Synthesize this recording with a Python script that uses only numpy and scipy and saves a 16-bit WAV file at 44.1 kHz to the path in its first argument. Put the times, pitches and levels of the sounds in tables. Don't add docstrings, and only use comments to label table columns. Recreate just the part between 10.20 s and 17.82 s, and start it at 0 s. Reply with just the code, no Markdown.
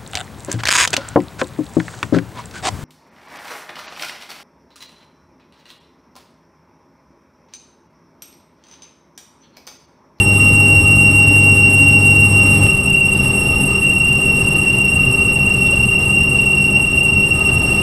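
import sys
import numpy as np
from scipy import signal
from scipy.fft import rfft, irfft
from scipy.io import wavfile
from scipy.ndimage import uniform_filter1d, minimum_filter1d

SR = 44100
rng = np.random.default_rng(int(sys.argv[2]) if len(sys.argv) > 2 else 0)


def to_wav(sig):
    pcm = np.clip(np.atleast_2d(sig), -1, 1) * 32767
    pcm = np.round(pcm).astype(np.int16)
    wavfile.write(sys.argv[1], SR, pcm.T)


def magnitude_from_level(level_db):
    exponent = np.asarray(level_db, float) / 20
    return 10 ** exponent


N = 336042
TIME = np.arange(N) / SR
CUT_S, TURN_S = 2.468, .2937
SECOND = np.clip((TIME - CUT_S) / .0012, 0, 1)


def squeal():
    # (pitch error rms [Hz], slowest change [1/s], fastest change [1/s])
    bite = [(5.8, 7, 32), (9.3, 8, 50)]
    # (shot one [dB], shot two [dB], follow [dB per dB of ease], slope in shot two [dB/s])
    multiples = [(-10.5, -15.5, -0.98, 0.03), (-41, -43.5, 1.33, 0.2), (-28., -30, .5, -.4),
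                 (-37.5, -37.5, 1.15, -0.64)]
    # (shot one [dB], shot two [dB])
    room_db = [(-9.5, -8), (-5.5, 3.5), (-9.5, -3.5), (2.5, 3), (-2.5, 0.5)]
    # (time [s], width [s], level [dB])
    dips = [
        (.045, .012, -5.),
        (.14, .012, -5.),
        (.19, .006, -10.),
        (2.095, .018, -7.),
        (2.4, .014, -8.),
    ]
    chatter_hz, grain, grain_per_s = 2755.6, .14, 90.
    fifth_db, fifth_side_db, fourth_side_db = -13.2, -2.5, -25

    error_hz = by_shot(*(wobble(*row) for row in bite))
    phase = 2 * np.pi * np.cumsum(chatter_hz + error_hz) / SR
    levels_db = [eased(TIME, *row) for row in multiples]
    levels_db[0] = levels_db[0] + sum(db * bump(TIME - s, width_s) for s, width_s, db in dips)
    levels_db.append(levels_db[3] + fifth_db)

    mid, parts = 0, []
    for k, level_db in enumerate(levels_db):
        swing = disc() if k == 0 else evened(1 + grain * drift(grain_per_s))
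        direct = np.sqrt(2) * (np.exp(1j * (k + 1) * phase) * swing).real
        parts.append(direct)
        heard = direct + magnitude_from_level(by_shot(*room_db[k])) * echo(direct)
        mid = mid + magnitude_from_level(level_db + 1.16) * steadied(heard)
    side = magnitude_from_level(fourth_side_db + levels_db[3]) * echo(parts[3])
    side = side + magnitude_from_level(fifth_side_db + levels_db[4]) * echo(parts[4])
    return mid, side


def disc():
    # (place in turn [0-1], width [turns], depth [dB], pitch shift [Hz])
    shadows = [
        (.14, .055, -4.6, -3.),
        (.63, .03, -5.4, -2.5),
        (.855, .02, -4.4, 11.),
    ]
    node_turn = .047
    back, forth, tool, scatter = magnitude_from_level(np.array((0, -1.2, -7.5, -6)))

    turn = TIME / TURN_S
    place, width, depth_db, shift_hz = np.transpose(shadows)
    shade = bump((turn[:, None] - place + .5) % 1 - .5, width)
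    face = magnitude_from_level(shade @ depth_db) * np.exp(2j * np.pi * np.cumsum(shade @ shift_hz) / SR)

    lobes = np.exp(1j * (8 * np.pi * (turn - node_turn) + np.pi / 2))
    ring = back * (1 + scatter * drift(12.5)) / lobes
    ring = ring + forth * (1 + scatter * drift(9.0)) * lobes
    ring = ring + tool * drift(37.0)
    ring = ring / (abs(ring) + .2) ** .4
    return by_shot(evened(face), evened(ring))


def wobble(rms_hz, slow_hz, fast_hz):
    fast = drift(fast_hz).real
    return rms_hz * evened(fast - 0.612 * uniform_filter1d(fast, round(SR / slow_hz / 2)))


def echo(x):
    shop_t60_s = 0.58
    t = np.arange(SR) / SR
    tail = rng.standard_normal(SR) * magnitude_from_level(-60 * t / shop_t60_s)
    led_in = np.r_[x[SR - 1::-1], x]
    return evened(signal.fftconvolve(led_in, tail)[SR:SR + N])


def steadied(x):
    return x / np.sqrt(uniform_filter1d(x ** 2, round(TURN_S * SR)) + 1e-9)


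def drive():
    # (frequency [Hz], level [dB per Hz])
    roar_spectra = [
        [(15, -43.5), (25, -28), (48, -10.5), (103, -3.5), (145, -8.5), (294, -12.5), (342, -15), (399, -17.5), (734, -25), (824, -23), (978, -30), (1230, -28), (1730, -58), (2400, -34), (3120, -78), (5280, -120)],
        [(15, -40), (25, -8.5), (120, 0.5), (193, -9), (243, -6), (317, -11), (391, -9.5), (447, -15), (694, -20), (856, -19.5), (1060, -28), (1230, -19), (1430, -41), (2400, -41), (3120, -73), (5280, -120)],
    ]
    # (frequency [Hz], level [dB per Hz])
    hiss_spectrum = [(2400, 4), (3300, 1), (4000, -3.5), (4900, -2.5), (6000, -5.5), (7000, -17.5),
                     (7900, -2.5), (8700, -4.5), (9600, -22.5), (10600, -13), (11300, -8), (13300, -21.5),
                     (14000, -16), (14900, -29.5)]
    # (frequency [Hz], side over mid [dB])
    hiss_side = [(10300, -48.5), (11000, -4), (12000, -6.5), (13000, -3), (13600, 18), (15000, -5.5)]

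    hz = np.fft.rfftfreq(1024, 1 / SR)[:, None]
    t = (np.arange(N // 256 + 8) * 256 - 512) / SR
    roar_db = eased(t, -20, -21, 0.82)
    hiss_db = eased(t, -47, -48., 1.18)
    patches = rng.standard_normal((len(t), 513)).T
    patches = uniform_filter1d(patches, size=10, axis=0)
    patches = evened(uniform_filter1d(patches, size=10, axis=1))
    flicker = evened(uniform_filter1d(rng.standard_normal(len(t)), size=3))

    one, two = (per_bin(points, hz, (150, 700)) for points in roar_spectra)
    roar = noise(np.where(t >= CUT_S, two - 2.4, one - 2.4) + roar_db + 1.1 * patches)
    hiss = per_bin(hiss_spectrum, hz, (3200, 5000)) - 80 * (hz > 15100)
    hiss = hiss + hiss_db + 3.0 + 1.1 * patches + 1.2 * flicker
    return roar + noise(hiss), noise(hiss + read(hiss_side, hz))


def noise(db):
    a, b = rng.standard_normal((2,) + db.shape[::-1])
    z = (a + 1j * b).T * magnitude_from_level(db)
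    return signal.istft(z, nperseg=1024, noverlap=768)[1][512:512 + N] * .85


def per_bin(points, hz, band_hz):
    db = read(points, hz)
    inside = (hz > band_hz[0]) & (hz < band_hz[1])
    return db - 10 * np.log10(np.sum(magnitude_from_level(db[inside]) ** 2))


def whine():
    # (time [s], width [s], level [dB])
    swells = [
        (.25, 0.22, 3.5),
        (3.53, .08, 3.),
        (7.25, 0.079, 6.5),
    ]
    note_hz, width_hz, level_db, follow = 1248., 33, -46, 2.3
    beat_s, beat_at_s, beat_db = .214, 2.9, 4.

    note = (1.0 + drift(width_hz / 2)) * np.exp(2j * np.pi * note_hz * TIME)
    whine_db = eased(TIME, level_db, level_db + .6, follow)
    whine_db = whine_db + sum(db * bump(TIME - s, swell_s) for s, swell_s, db in swells)
    beat = SECOND * beat_db * np.cos(2 * np.pi * (TIME - beat_at_s) / beat_s)
    return magnitude_from_level(whine_db + beat) * evened(note.real)


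def motor():
    # (frequency [Hz], level [dB], unsteadiness [0-1])
    lines_one = [(100., -17.3, .06), (145.5, -24.6, .3), (200., -29, .3), (250., -33, .55), (280., -32, .6),
                 (300., -30.5, .25), (400., -34.5, .4), (500., -43, .5), (600., -46, .5), (797., -45, .5),
                 (823., -37.3, .08), (2611., -44, .55)]
    # (frequency [Hz], level [dB], unsteadiness [0-1])
    lines_two = [(80., -30, .9), (130., -28.5, .45), (146., -29.5, .4), (196., -28.3, .28), (248., -37, .7),
                 (343., -40, .7), (392., -34, .28), (775., -48, .35), (862., -46.5, .6), (2180., -59, .3)]
    return magnitude_from_level(eased(TIME, 0, 0, 0.41)) * by_shot(lines(lines_one), lines(lines_two))


def lines(rows):
    out = np.zeros(N)
    for hz, db, loose in rows:
        waver = 1 - loose + loose * drift(7.7)
        tone = waver * np.exp(2j * np.pi * (hz * TIME + rng.random()))
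        out += magnitude_from_level(db) * evened(tone.real)
    return out


def knocks():
    # (time [s], frequency [Hz], level [dB], t60 [s])
    thuds = [
        (0.551, 84.3, -21, 0.78),
        (3.42, 259.3, -22.5, 0.23),
        (3.47, 91, -29, 0.13),
        (4.268, 296, -29, 0.13),
        (5.53, 560, -18.5, 0.051),
    ]
    out = np.zeros(N)
    for s, hz, db, t60_s in thuds:
        t = np.maximum(TIME - s, 0)
        fade = magnitude_from_level(db - 60 * t / t60_s) * (1 - np.exp(-t / 0.01))
        out += fade * np.sin(2 * np.pi * hz * t) * 3
    return out


def scrapes():
    # (middle [s], width [s], lowest [Hz], highest [Hz], level [dB])
    puffs = [
        (.185, .025, 3200, 3900, -44),
        (5.472, .012, 3150, 3700, -41),
        (7.21, .008, 1300, 4400, -44),
        (7.3, .01, 800, 2000, -37),
        (7.36, .008, 3000, 4400, -45),
    ]
    out = np.zeros(N)
    for s, width_s, low_hz, high_hz, db in puffs:
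        band = signal.butter(2, [low_hz, high_hz], "bandpass", fs=SR, output="sos")
        puff = evened(signal.sosfilt(band, rng.standard_normal(N)))
        out += magnitude_from_level(db) * bump(TIME - s, width_s) * puff
    return out


def eased(t, one_db, two_db, follow, db_per_s=0):
    # (time [s], ease [dB])
    ease = [(0.0, 2), (.14, 2.2), (.5, 1.35), (1.65, 1), (2.0, 1), (2.46, 3.5), (2.5, 1), (2.86, -2),
            (3.0, 2.5), (3.5, 2), (3.68, -.7), (4.02, -0.3), (4.24, 1.5), (4.5, -0.1), (5.6, 0.1),
            (6.25, -0.6), (7.03, -.5), (7.42, 2)]
    own_db = np.where(t >= CUT_S, two_db + db_per_s * (t - CUT_S), one_db)
    return own_db + follow * np.interp(t, *np.transpose(ease))


def by_shot(one, two):
    return one * (1 - SECOND) + two * SECOND


def drift(hz):
    f = np.fft.fftfreq(4096, N / SR / 4096)
    white = rng.standard_normal(4096) + 1j * rng.standard_normal(4096)
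    z = np.fft.ifft(white / (1 + (f / hz) ** 2))
    return np.interp(TIME, np.arange(4096) * N / SR / 4096, evened(z))


def evened(x):
    return x / np.sqrt(np.mean(abs(x) ** 2) + 1e-20)


def bump(x, width):
    return np.exp(-.5 * (x / width) ** 2)


def read(points, hz):
    f, value = np.transpose(points)
    return np.interp(np.log(hz + 1), np.log(f + 1), value)


def scene():
    tone, tone_side = squeal()
    wash, wash_side = drive()
    mid = tone + wash + whine() + motor() + knocks() + scrapes()
    side = tone_side + wash_side
    return np.array([mid + side, mid - side])


def starved(x):
    # (low [Hz], high [Hz], flare needed [dB], easing [dB/s])
    gates = [(8960, 10340, 3.9, .38), (14300, 15500, 1.5, .05), (11540, 12230, -2.2, .5),
             (15510, 15850, -7., -.5)]
    hz, t, z = signal.stft(x, SR, nperseg=2048)
    power = abs(z[:, :1024].mean(0)) ** 2
    strips_db = 10 * np.log10(power.reshape(64, 16, -1).mean(1) + 1e-20)
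    flare_db = strips_db - uniform_filter1d(strips_db, size=20, axis=1)
    flare_db = np.repeat(flare_db, 16, axis=0)[np.minimum(np.arange(1025), 1023)]
    for low_hz, high_hz, need_db, slope in gates:
        band = (hz >= low_hz) & (hz < high_hz)
        z[:, band] *= flare_db[band] + flare_db[band].mean(0) > need_db - slope * t
    return signal.istft(z, SR, nperseg=2048)[1][:, :N]


def band_limit(x):
    return signal.sosfilt(signal.butter(12, 15830, fs=SR, output="sos"), x)


def record(dry):
    room_left = minimum_filter1d(1 / np.maximum(abs(dry).max(0), 1), size=221)
    z = rfft(dry * uniform_filter1d(room_left, size=221))
    hz = np.fft.rfftfreq(N, 1 / SR)
    fold = round(24000 * N / SR)
    k = np.arange(fold // 2, len(hz))
    # (frequency [Hz], level [dB])
    leak = [(12000, -21.5), (13000, -9.5), (14200, -35.0), (15400, -61.5), (15730, -39.5), (17000, -95)]
    z[:, k] += z[:, fold - k].conj() * magnitude_from_level(read(leak, hz[k]))
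    return band_limit(starved(irfft(z, N)))


dry = scene()
out = record(dry)
to_wav(out)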